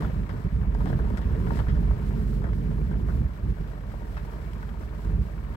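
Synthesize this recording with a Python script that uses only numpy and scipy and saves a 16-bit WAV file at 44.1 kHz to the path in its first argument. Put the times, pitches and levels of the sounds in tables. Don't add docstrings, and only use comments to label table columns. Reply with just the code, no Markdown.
import sys
import numpy as np
from scipy import signal
from scipy.fft import rfft, irfft
from scipy.io import wavfile
from scipy.ndimage import uniform_filter1d

SR = 44100
rng = np.random.default_rng(int(sys.argv[2]) if len(sys.argv) > 2 else 0)


def bounce(signal):
    frames = np.transpose(np.atleast_2d(signal))
    limited = np.clip(frames, -1, 1)
    pcm = np.round(limited * 32767).astype(np.int16)
    wavfile.write(sys.argv[1], SR, pcm)


N = 245195


# time_s, firings_per_s
ENGINE_SPEED = [(0.0, 49.8), (0.3, 47), (0.6, 49.5), (1.0, 43), (1.35, 48.8), (1.6, 46.6), (2.0, 49.8),
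                (2.4, 46.7), (2.8, 48.6), (3.2, 49.9), (3.6, 47.49), (4.0, 44.2), (4.4, 49), (4.8, 49.2),
                (5.2, 50), (5.55, 45.3)]


def engine_cycles():
    firings_per_s, = in_time(ENGINE_SPEED)
    return np.cumsum(firings_per_s) / (3 * SR)


# order_per_cycle, relative_db
EXHAUST_ORDERS = [(2, -24), (3, 0.5), (4, -3), (6, -11.5), (7, -13.5), (8, -21.5), (9, -13.5), (10, -14),
                  (11, -21), (12, -18), (15, -30.5), (18, -30.5)]
TONE_DB, TONE_SURGE_DB, DRONE_SURGE_DB = -36.5, 8, 8.5
LULL_SHARE = 0.25
FIRING_ORDER, DRONE_FROM_ORDER = 3, 6
WAVER_DB, PHASE_WAVER_RAD = 1.2, 0.55


def exhaust(boom, drone):
    cycles = engine_cycles()
    tone_db = TONE_DB + lifted_db(boom, TONE_SURGE_DB) + lulls_db()
    drone_db = TONE_DB + lifted_db(drone, DRONE_SURGE_DB) + LULL_SHARE * lulls_db()
    out = np.zeros(N)
    for order, db in EXHAUST_ORDERS:
        angle = 2 * np.pi * order * cycles
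        if order == FIRING_ORDER:
            waver_db = WAVER_DB * drift(20)
        else:
            waver_db = WAVER_DB * drift(4.6)
            angle = angle + rng.uniform(0, 2 * np.pi) + PHASE_WAVER_RAD * drift(2.2)
        level_db = drone_db if order >= DRONE_FROM_ORDER else tone_db
        out += from_db(level_db + db + waver_db) * np.sin(angle)
    return np.sqrt(2) * out


# start_s, length_s, firing_tone_db, rumble_db, drone_db
BOOM_SURGES = [(0.0, 0.1, -2.5, 1.5, 3.5), (0.129, 0.11, -3, -.5, 4.5), (0.29, 0.11, -16, -13, 0),
               (0.335, 0.017, -3, 3, -7), (0.446, 0.026, 4, 2.5, 7.5), (0.516, 0.13, -0.5, -0.5, 7),
               (0.669, 0.15, 5, 0, -2.5), (0.829, 0.14, -2, 4.5, 8), (0.99, 0.16, -4, 4, 0),
               (1.18, 0.074, -5, -1.5, -3), (1.251, 0.39, -1, 4.5, 1.5), (1.67, 0.27, 5, 3, 5.5),
               (1.955, 0.084, -17, -1, 1.5), (2.039, 1.22, -1, 2.7, 0.5), (3.428, 0.094, 0, -0.5, 2.5),
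               (3.594, 0.021, 2, -3, 0), (5.05, 0.17, 1.5, -1, 6)]
SURGE_ATTACK_S, SURGE_RELEASE_S = 0.0042, 0.018


def surge():
    t = np.arange(N) / SR
    strength = np.zeros((3, N))
    for start_s, length_s, *levels_db in BOOM_SURGES:
        attack = np.clip((t - start_s) / SURGE_ATTACK_S, 0, 1)
        release = np.clip(1 - (t - start_s - length_s) / SURGE_RELEASE_S, 0, 1)
        strength = np.maximum(strength, np.outer(from_db(levels_db), attack * release))
    return strength


def lifted_db(strength, full_db):
    return 20 * np.log10(1 + strength * (from_db(full_db) - 1))


# centre_s, change_db, gaussian_width_s
ENGINE_LULLS = [(0.114, -6, 0.013), (0.3, 0, 0.03), (0.42, -5, 0.019), (0.494, -15, 0.011),
                (3.377, -5.5, 0.044)]


def lulls_db():
    t = np.arange(N) / SR
    return sum(db * np.exp(-((t - s) / width_s) ** 2) for s, db, width_s in ENGINE_LULLS)


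RUMBLE_DB, RUMBLE_SURGE_DB = -40, 8.5


def rumble_level_db(heave):
    return RUMBLE_DB + lifted_db(heave, RUMBLE_SURGE_DB) + LULL_SHARE * lulls_db()


# pitch_hz, relative_db
RUMBLE_SPECTRUM = [(12, -20), (22, -25), (35, -10), (62, 10), (88, 0), (150, 0.5), (210, -2), (260, -10.5),
                   (400, -18.5), (520, -29), (900, -55), (2500, -86)]
# pitch_hz, likeness_0_to_1
RUMBLE_ALIKE = [(60, .995), (120, .965), (220, .95), (410, .75)]


def rumble():
    alike = np.clip(over_hz(RUMBLE_ALIKE, N)[0], 0, 1)
    mid, side = rfft(rng.standard_normal((2, N)))
    opposite = np.array([[1], [-1]])
    pair = np.sqrt(1 + alike) * mid + opposite * np.sqrt(1 - alike) * side
    buffeting = even(colour(irfft(pair, N), RUMBLE_SPECTRUM), share=0.49)
    return buffeting * from_db(1.5 * drift(39.0))


# pitch_hz, width_hz_per_pass, level_db
HUM_BANDS = [(214.5, 12, -18), (246.6, 8.9, -28), (427.5, 34.5, -20)]


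def hum():
    out = np.zeros(N)
    for pitch_hz, width_hz, db in HUM_BANDS:
        once = resonate(rng.standard_normal(N), pitch_hz, width_hz)
        out += from_db(db) * rms_one(resonate(once, pitch_hz, width_hz))
    return out


# pitch_hz, relative_db
ROAR_SPECTRUM = [(150, -26), (280, 3), (350, 7), (430, 2), (520, -5), (900, -46.5)]
ROAR_DB, ROAR_SIDE_DB = -50, -2


def roar(heave):
    apart = rng.standard_normal((2, N)) * from_db(ROAR_SIDE_DB)
    shared = rng.standard_normal(N)
    return from_db(ROAR_DB) * heave * colour(apart + shared, ROAR_SPECTRUM) * from_db(1.5 * drift(14.7))


# pitch_hz, left_minus_right_db, left_lead_rad
BASS_SIDES = [(50, -4, .33), (140, -3, 0.62), (180, -2.5, 0.51), (223, -5, 0.87), (420, 3.5, 1.05)]


def place_bass(pair):
    lean_db, lead_rad = over_hz(BASS_SIDES, N)
    half = np.array([[1], [-1]]) / 2
    return irfft(rfft(pair) * from_db(half * lean_db) * np.exp(1j * half * lead_rad), N)


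# time_s, relative_db
CRUNCH_LEVEL = [(0.0, -48.5), (0.37, -54.5), (0.76, -53.5), (0.95, -51), (1.64, -51), (1.89, -53),
                (3.36, -54), (5.05, -53), (5.56, -54)]
# pitch_hz, left_db, right_db
SNOW_SPECTRUM = [(115, -37, -48), (300, -0.5, 2.5), (446, 3.5, -3), (489, -2, -9), (853, -6.5, -20),
                 (1010, -4, -14), (1300, -9, -14), (1660, -11.5, -14), (2166, -17, -27.5),
                 (3610, -28.5, -53), (5360, -39.5, -40), (7000, -43, -55), (16000, -80, -42)]
CRUNCH_GAIN_DB, CLUMP_DB, PATCH_DB = 5.5, 1.1, 0.7


def tyres():
    crunch_db, = in_time(CRUNCH_LEVEL)
    cracks = grains(N, per_s=140, spread_db=2.9, sharpness=10) * from_db(CLUMP_DB * drift(45))
    patchy = cracks * from_db(PATCH_DB * drift(1.7))
    return from_db(crunch_db + CRUNCH_GAIN_DB) * colour(patchy, SNOW_SPECTRUM)


# start_s, level_db, decay_s, tilt_db_per_octave, pitch_hz
CRUST_LUMPS = [(0.008, -33, 0.0081, -14, 1300), (0.022, -37.5, 0.042, -3, 770),
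               (0.046, -40.5, 0.012, -3.5, 1400), (0.072, -58, 0.054, -4, 780),
               (0.293, -41.5, 0.03, 0, 1100), (0.335, -49, 0.16, -2.5, 1090),
               (0.749, -38, 0.009, -8.5, 1490), (0.806, -41, 0.037, -5, 1030),
               (0.858, -38.5, 0.016, -1, 645), (0.872, -40, 0.015, 0.5, 647), (0.889, -48, 0.018, 2, 3200),
               (0.901, -37, 0.018, -6, 1400), (0.928, -34.5, 0.01, -7, 1430),
               (0.991, -40, 0.025, -4.5, 1300), (1.042, -43.5, 0.044, -5, 940),
               (1.103, -41, 0.0078, -5, 895), (1.143, -46, 0.019, -1, 1010),
               (1.173, -39, 0.016, -3.5, 2280), (1.192, -41, 0.016, -8, 1000),
               (1.215, -45, 0.023, -1.5, 3300), (1.326, -44, 0.017, -5, 589.3), (1.35, -43, 0.018, -3, 630),
               (1.41, -53, 0.013, 2, 1000), (1.47, -41, 0.016, -2, 1500), (1.506, -35, 0.0069, -1.5, 696),
               (1.519, -38, 0.0071, -7, 884), (1.534, -48, 0.019, 2, 1000), (1.555, -46, 0.008, 0, 1700),
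               (1.571, -39, 0.013, 2, 910), (1.59, -36, 0.018, -4, 2990), (1.601, -39, 0.023, -5, 1491),
               (1.669, -44.5, 0.044, -5, 1560), (1.684, -46, 0.029, 1, 2915), (1.698, -46, 0.017, 3, 1400),
               (1.75, -48.5, 0.035, 0.5, 1800), (1.829, -48, 0.008, -1, 997),
               (1.91, -38.5, 0.012, -9.5, 1205), (2.19, -50, 0.0078, -3, 900), (2.213, -50, 0.02, 1, 1595),
               (2.419, -45, 0.024, -4.5, 1002), (2.441, -38.5, 0.026, -5.5, 1509),
               (2.467, -44, 0.016, -3.5, 951.6), (2.489, -44.5, 0.008, -3.5, 1000),
               (2.531, -46.5, 0.0073, 1, 931), (2.713, -45, 0.0088, -8, 700),
               (2.912, -45.5, 0.028, -5, 1609), (2.938, -44, 0.014, -7, 1400),
               (3.085, -42.5, 0.036, -5, 1470), (3.147, -47, 0.01, -9, 710), (3.609, -54, 0.008, 3, 799.8),
               (3.739, -52, 0.0079, -5, 700), (3.777, -47.5, 0.013, -2, 700),
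               (3.938, -41.5, 0.0085, -11, 800), (4.021, -45, 0.009, -10, 1011),
               (4.168, -43, 0.028, 0.5, 1000), (4.335, -45, 0.0067, -2.5, 930),
               (4.628, -44, 0.012, -2.5, 1485), (4.69, -46, 0.011, 0, 852.5), (4.742, -44, 0.0086, -8, 892),
               (4.833, -48.5, 0.007, 0, 1222)]


def big_lumps():
    return bursts(CRUST_LUMPS, per_s=230, snap_db=1)


SMALL_LUMPS_PER_S, SMALL_LUMP_DB, SMALL_LUMP_SPREAD_DB = 4, -52, 2.5
SMALL_LUMP_DECAY_S, SMALL_LUMP_TILT_DB_PER_OCTAVE, SMALL_LUMP_HZ = 0.011, -11, 1400


def small_lumps(count=40):
    chance = rng.random((count, 2))
    times_s = np.cumsum(-np.log(1 - chance[:, 0])) / SMALL_LUMPS_PER_S
    levels_db = SMALL_LUMP_DB + SMALL_LUMP_SPREAD_DB * (2 * chance[:, 1] - 1)
    rows = [(s, db, SMALL_LUMP_DECAY_S, SMALL_LUMP_TILT_DB_PER_OCTAVE, SMALL_LUMP_HZ)
            for s, db in zip(times_s, levels_db) if s < (N - 1) / SR]
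    return bursts(rows, per_s=200, snap_db=-3)


# start_s, relative_db, decay_s, tilt_db_per_octave, pitch_hz
ICE_CRUMBS = [(0.744, -52, .012, 6, 8000), (1.173, -45, .016, 5.5, 8300), (1.556, -47, .014, 5, 8000),
              (4.532, -44.5, .005, 7, 13500), (5.047, -49, .007, 6, 10500)]
CRUMB_GAIN_DB = -3.5


def crumbs():
    return from_db(CRUMB_GAIN_DB) * bursts(ICE_CRUMBS, per_s=600, snap_db=-14)


# pitch_hz, left_db, right_db
CRUST_SPECTRUM = [(147, 16, 9), (443, 4.5, 5.5), (900, 7.5, -10), (1630, 4.5, 5), (2050, 3, -12.5),
                  (2360, -12, -42), (3250, -5, -23), (4180, -16.5, -17), (5240, -18, -13.5),
                  (7000, -28.5, -69), (16000, -45, -49)]
SNAP_DECAY_S, SHOWER_ATTACK_S, SHOWER_DB = 0.009, 0.0015, -0.7
PITCH_DB, PITCH_SHARPNESS = 3, 2.6


def bursts(rows, per_s, snap_db):
    out = np.zeros((2, N))
    t = np.arange(SR // 10) / SR
    for start_s, db, decay_s, tilt_db, pitch_hz in rows:
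        spectrum = [(hz, left + tilt_db * np.log2(hz), right + tilt_db * np.log2(hz))
                    for hz, left, right in CRUST_SPECTRUM]
        snap_envelope = np.exp(-(t / SNAP_DECAY_S) ** 2)
        shower_envelope = np.exp(-(t / decay_s) ** 2) * np.minimum(t / SHOWER_ATTACK_S, 1)
        shower = grains(len(t), per_s, spread_db=3.0, sharpness=8)
        parts = [(snap(len(t), width_hz=100), snap_db, snap_envelope),
                 (shower, SHOWER_DB, shower_envelope)]
        start = max(round(start_s * SR), 0)
        for sound, part_db, envelope in parts:
            ringing = resonate(sound, pitch_hz, pitch_hz / PITCH_SHARPNESS)
            sound = colour(sound + from_db(PITCH_DB) * ringing, spectrum)
            sound = rms_one(sound * envelope) * np.sqrt(np.mean(envelope ** 2))
            out[:, start:start + len(t)] += from_db(db + part_db) * sound[:, :N - start]
    return out


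def snap(size, width_hz, count=20):
    click = signal.unit_impulse(size)
    pitches_hz = np.geomspace(450, 2600, count)
    return sum(rng.normal() * resonate(click, hz, width_hz) for hz in pitches_hz)


def grains(size, per_s, spread_db, sharpness, shared_hz=650, count=40):
    pair = np.zeros((2, size))
    for hz in np.geomspace(250, 16000, count):
        born = rng.random((2, size)) < per_s * np.sqrt(hz / 1000) / SR
        strength_db = spread_db * np.minimum(rng.exponential(1, born.sum()), 4)
        clicks = np.zeros((2, size))
        clicks[born] = from_db(strength_db) * rng.choice([-1, 1], born.sum())
        pair += resonate(clicks, hz, hz / sharpness)
    left, right = rfft(pair)
    bins_hz = np.arange(len(left)) * SR / size
    alike = 1 / (1 + (bins_hz / shared_hz) ** 2)
    right = alike * left + np.sqrt(1 - alike ** 2) * right
    return rms_one(irfft([left, right], size))


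# start_s, level_db
PANEL_KNOCKS = [(4.168, -46), (4.177, -40.5)]
# pitch_hz, relative_db, t60_s
PANEL_MODES = [(900, -4, 0.029), (1550, 0, 0.07), (2010, -9, .06), (2580, -9, .05), (3700, -19, .04)]
KNOCK_LEFT_MINUS_RIGHT_DB = 4


def knocks():
    out = np.zeros(N)
    for start_s, db in PANEL_KNOCKS:
        start = round(start_s * SR)
        t = np.arange(N - start) / SR
        for hz, mode_db, t60_s in PANEL_MODES:
            decay_db = -60 * np.minimum(t / t60_s, 5)
            out[start:] += from_db(db + mode_db + decay_db) * np.sin(2 * np.pi * hz * t)
    return out * from_db(np.array([[1], [-1]]) * KNOCK_LEFT_MINUS_RIGHT_DB / 2)


# time_s, relative_db
HISS_LEVEL = [(0.01, -60.5), (0.17, -64.5), (0.29, -67), (0.39, -63.5), (0.71, -70), (0.87, -61.5),
              (0.99, -65), (1.37, -64), (1.57, -58), (1.75, -66), (2.35, -62), (2.43, -66.5), (2.83, -64.5),
              (2.91, -67), (3.15, -63.5), (3.25, -67.5), (4.31, -64.5), (5.53, -67)]
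# pitch_hz, left_db, right_db
AIR_SPECTRUM = [(1030, -36, 21.5), (4430, 9.5, 10.5), (5700, 5.5, 9.5), (6930, 7, -8), (8000, 2, -10),
                (9700, 3, -25), (11500, 8.5, -5.5), (15600, 5, -2.5)]
HISS_GAIN_DB, FLUTTER_DB = 6.0, 1.5


def airflow():
    hiss_db, = in_time(HISS_LEVEL)
    hiss = colour(rng.standard_normal((2, N)), AIR_SPECTRUM)
    return from_db(hiss_db + HISS_GAIN_DB) * hiss * from_db(FLUTTER_DB * drift(22))


# pitch_hz, width_hz, left_db, right_db
BODY_HOLLOWS = [(597.6, 36, 0.5, -23), (667, 15, -7.5, 4), (925, 9.3, 3.5, -12), (1586, 25, -23, -26),
                (1830, 94, -37, -1.5), (2256, 26, 2, -2), (2900, 84, -18, -17), (4060, 120, -11, -9),
                (8040, 590, 4.5, -20)]


def bodywork(outside):
    ringing = np.zeros((2, N))
    for hz, width_hz, left_db, right_db in BODY_HOLLOWS:
        ringing += from_db([[left_db], [right_db]]) * resonate(outside, hz, width_hz)
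    return outside + ringing


def from_db(db):
    return 10 ** (np.asarray(db) / 20)


def rms_one(x):
    return x / np.sqrt(np.mean(x ** 2) + 1e-20)


def in_time(rows):
    s, *columns = np.transpose(rows)
    return [np.interp(np.arange(N) / SR, s, c) for c in columns]


def over_hz(rows, size):
    hz, *columns = np.transpose(rows)
    bins_hz = np.maximum(np.arange(size // 2 + 1) * SR / size, 1)
    return np.array([np.interp(np.log(bins_hz), np.log(hz), c) for c in columns])


def colour(x, spectrum):
    size = x.shape[-1]
    return rms_one(irfft(rfft(x) * from_db(over_hz(spectrum, size)), size))


def drift(rate_hz):
    r = np.exp(-80 * np.pi * rate_hz / SR)
    slow = signal.lfilter([1], [1, -2 * r, r * r], rng.standard_normal(N // 40 + 2002))
    slow = slow[2000:]
    return np.interp(np.arange(N) / 40, np.arange(len(slow)), rms_one(slow))


def resonate(x, hz, width_hz):
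    r = np.exp(-np.pi * width_hz / SR)
    zeros = np.array([1, 0, -1]) * (1 - r * r) / 2
    poles = [1, -2 * r * np.cos(2 * np.pi * hz / SR), r * r]
    return signal.lfilter(zeros, poles, x + 1e-18)


def even(x, share, size=1400):
    power = uniform_filter1d(uniform_filter1d(np.mean(x ** 2, axis=0), size), size)
    return rms_one(x / (power + 1e-12) ** (np.clip(share, 0, 1) / 2))


RIGHT_LAG_S = 0.0003


def scene():
    boom, heave, drone = surge()
    low = exhaust(boom, drone) + from_db(rumble_level_db(heave)) * (rumble() + hum())
    low += roar(heave)
    snow = tyres() + big_lumps() + small_lumps() + crumbs()
    left, right = bodywork(snow + knocks() + airflow())
    samples = np.arange(N)
    late_right = np.interp(samples - round(RIGHT_LAG_S * SR), samples, right)
    return place_bass(low) + np.array([left, late_right])


CUTOFF_HZ = 15900


def record(dry):
    ends = signal.windows.tukey(N, .002)
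    low_pass = signal.ellip(10, .2, 70, CUTOFF_HZ, fs=SR, output="sos")
    return signal.sosfilt(low_pass, dry * ends)


dry = scene()
out = record(dry)
bounce(out)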